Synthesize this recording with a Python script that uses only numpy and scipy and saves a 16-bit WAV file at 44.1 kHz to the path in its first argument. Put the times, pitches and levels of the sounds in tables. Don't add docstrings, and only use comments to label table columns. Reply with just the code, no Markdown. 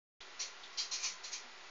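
import sys
import numpy as np
from scipy import signal
from scipy.fft import rfft, irfft
from scipy.io import wavfile
from scipy.ndimage import uniform_filter1d

SR = 44100
rng = np.random.default_rng(int(sys.argv[2]) if len(sys.argv) > 2 else 0)


def generate_wav(signal):
    frames = np.transpose(np.atleast_2d(signal))
    scaled = np.clip(frames, -1, 1) * 32767
    pcm = np.round(scaled).astype(np.int16)
    wavfile.write(sys.argv[1], SR, pcm)


N = 74970
TIME_S = np.arange(N) / SR

# [(pitch_hz, relative_db)]
SLIDE_EVENTS = [(0.390, 0.012, 0.015, -39.5, 2.5, 1, [(5750, -4), (4350, -7.5)]),
                (0.77, 0.017, 0.02, -37, -1, -1, [(4720, -3.5), (4180, -5.5), (5530, -6.5), (3150, -10)]),
                (0.909, .010, 0.03, -40, 0.5, 2.5, [(5640, -7), (4180, -7.5), (6420, -10.5)]),
                (0.985, 0.016, 0.022, -50.5, 5, 5.5, []), (1.022, 0.016, 0.022, -37, 1.5, 3, [(5860, -8.5),
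                (1092, -20.5)]), (1.232, 0.0094, 0.013, -43.5, -1, 0.5, []),
                (1.310, 0.022, 0.015, -41.5, 0, 0.5, [(6400, -10), (2380, -13.5)])]
# freq_hz, relative_db
SCRAPE_SPECTRUM = [(150, -50), (400, -26), (800, -19), (1050, -13), (1600, -17), (2450, -7.5), (2900, -7.5),
                   (3400, -8.5), (4200, 0.5), (4750, -2.5), (5250, -4), (5700, 0), (6400, -2), (7100, -7.5),
                   (7600, -20.5)]
# time_s, pitch_hz, level_db
SQUEAK_CONTOUR = [(0.986, 2236, -56), (1.013, 2350, -55), (1.046, 2459, -50), (1.076, 2310, -52),
                  (1.106, 2070, -59.5), (1.125, 2060, -64)]
# start_s, level_db, pitch_hz
STALK_TICKS = [(0.208, -47.5, 3600), (0.634, -45, 3610), (0.728, -53.5, 5300)]
# start_s, level_db, pitch_hz, t60_s
BODY_BUMPS = [(0.400, -66, 405, .2), (1.235, -61.5, 368, 0.14), (1.237, -64.5, 530, .12),
              (1.437, -61, 243, 0.32)]
# centre_s, half_length_s, pitch_hz, level_db
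TONE_SWELLS = [(0.736, 0.042, 1100, -62), (1.160, 0.025, 1020, -62), (1.108, 0.051, 182, -75.5)]
# freq_hz, relative_db
HISS_SPECTRUM = [(20, -8.5), (55, -8), (100, -29), (145, -24), (185, -16), (290, -8), (370, -1.5),
                 (500, -3.5), (800, 1), (1400, 0.5), (2200, 1), (2900, -2), (4100, -2), (5500, -6),
                 (7000, -9.5), (7600, -28)]
# pitch_hz, width_hz, level_db
ROOM_DRONES = [(183.7, 14, -85.5), (384.7, 14, -76.5), (1006, 17.6, -72.5), (1385, 20, -70.5),
               (1981, 50, -67)]


def slides(scrape_decay_s=0.025, ring_decay_s=0.029, fibre_width_hz=144.4):
    scrapes, rings = np.zeros(N), np.zeros(N)
    for start_s, rise_s, hold_s, level_db, body_db, edge_db, fibres in SLIDE_EVENTS:
        age_s = TIME_S - start_s
        released_s = np.maximum(age_s - rise_s - hold_s, 0)
        swell = from_db(level_db) * np.clip(age_s / rise_s, 0, 1)
        scrape = shelves(coloured(friction(), SCRAPE_SPECTRUM), body_db, edge_db)
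        scrapes += swell * np.exp(-released_s / scrape_decay_s) * scrape
        for pitch_hz, relative_db in fibres:
            ring = from_db(relative_db) * narrow_tone(pitch_hz, fibre_width_hz)
            rings += swell * np.exp(-released_s / ring_decay_s) * ring
    return scrapes, rings


def friction(snags_per_s=2300, spread_db=3, rub_db=0.5):
    sizes = from_db(spread_db * np.minimum(rng.exponential(1, N), 4))
    signs = rng.choice([-1, 1], N)
    snagged = rng.random(N) < snags_per_s / SR
    return rms_one(sizes * signs * snagged) + from_db(rub_db) * rng.standard_normal(N)


def squeak(width_hz=140):
    time_s, pitch_hz, level_db = np.transpose(SQUEAK_CONTOUR)
    active = (TIME_S > time_s[0]) & (TIME_S < time_s[-1])
    envelope = from_db(np.interp(TIME_S, time_s, level_db)) * active
    return envelope * narrow_tone(np.interp(TIME_S, time_s, pitch_hz), width_hz)


def ticks(decay_s=0.013, width_hz=650):
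    out = np.zeros(N)
    for start_s, level_db, pitch_hz in STALK_TICKS:
        age_s = np.maximum(TIME_S - start_s, 0)
        crackle = rms_one(resonance(friction(), pitch_hz, width_hz))
        out += from_db(level_db) * (age_s > 0) * np.exp(-age_s / decay_s) * crackle
    return out


def bumps(attack_s=0.012):
    out = np.zeros(N)
    for start_s, level_db, pitch_hz, t60_s in BODY_BUMPS:
        age_s = np.maximum(TIME_S - start_s, 0)
        envelope = from_db(level_db - 60 * age_s / t60_s) * np.minimum(age_s / attack_s, 1)
        out += envelope * np.sin(2 * np.pi * pitch_hz * age_s)
    return out


def tank(x, t60_s=0.23, gap_s=0.002, wet_to_dry_db=-0.5):
    tail = rng.standard_normal(N) * from_db(-60 * TIME_S / t60_s) * (TIME_S > gap_s)
    wet = signal.fftconvolve(x, tail / np.sqrt(np.sum(tail ** 2)))[:N]
    wet_gain = from_db(wet_to_dry_db)
    return (x + wet_gain * wet) / np.sqrt(1 + wet_gain ** 2)


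def swells(width_hz=8.2):
    out = np.zeros(N)
    for centre_s, half_length_s, pitch_hz, level_db in TONE_SWELLS:
        envelope = from_db(level_db) * np.exp(-((TIME_S - centre_s) / half_length_s) ** 2)
        out += envelope * narrow_tone(pitch_hz, width_hz)
    return out


def room_air(hiss_db=-54.5):
    drones = sum(from_db(db) * narrow_tone(hz, width_hz) for hz, width_hz, db in ROOM_DRONES)
    return from_db(hiss_db) * coloured(rng.standard_normal(N), HISS_SPECTRUM) + drones


def narrow_tone(pitch_hz, width_hz):
    wander_rad = np.cumsum(rng.standard_normal(N)) * np.sqrt(2 * np.pi * width_hz / SR)
    wander_rad = uniform_filter1d(wander_rad, size=max(int(SR / (4 * width_hz)), 1))
    phase_rad = 2 * np.pi * np.cumsum(pitch_hz * np.ones(N)) / SR
    return np.sqrt(2) * np.sin(phase_rad + wander_rad)


def coloured(x, spectrum):
    points_hz, points_db = np.transpose(spectrum)
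    freq_hz = np.maximum(np.arange(N // 2 + 1) * SR / N, 1)
    gain = from_db(np.interp(np.log(freq_hz), np.log(points_hz), points_db)) * (freq_hz < SR / 5)
    return rms_one(irfft(rfft(x) * gain, N))


def shelves(x, body_db, edge_db, body_hz=3170, edge_hz=4850):
    freq_hz = np.arange(N // 2 + 1) * SR / N
    body = 1 / (1 + (freq_hz / body_hz) ** 12)
    edge = 1 - 1 / (1 + (freq_hz / edge_hz) ** 24)
    return irfft(rfft(x) * from_db(body_db * body + edge_db * edge), N)


def resonance(x, pitch_hz, width_hz):
    radius = np.exp(-np.pi * width_hz / SR)
    feedback = [1, -2 * radius * np.cos(2 * np.pi * pitch_hz / SR), radius ** 2]
    return signal.lfilter(np.array([1, 0, -1]) * (1 - radius ** 2) / 2, feedback, x)


def from_db(db):
    return 10 ** (np.asarray(db) / 20)


def rms_one(x):
    return x / np.sqrt(np.mean(x ** 2) + 1e-20)


def scene():
    scrapes, rings = slides()
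    return (tank(scrapes + ticks()) + rings + squeak() + bumps() + swells() + room_air())[None]


def record(dry):
    offset, open_s, fade_s, cutoff_hz = 0.001, 0.204, 0.00086, 7200
    opened = (dry + offset) * np.clip((TIME_S - open_s) / fade_s, 0, 1)
    return signal.sosfilt(signal.butter(32, cutoff_hz, fs=SR, output="sos"), opened)


dry = scene()
out = record(dry)
generate_wav(out)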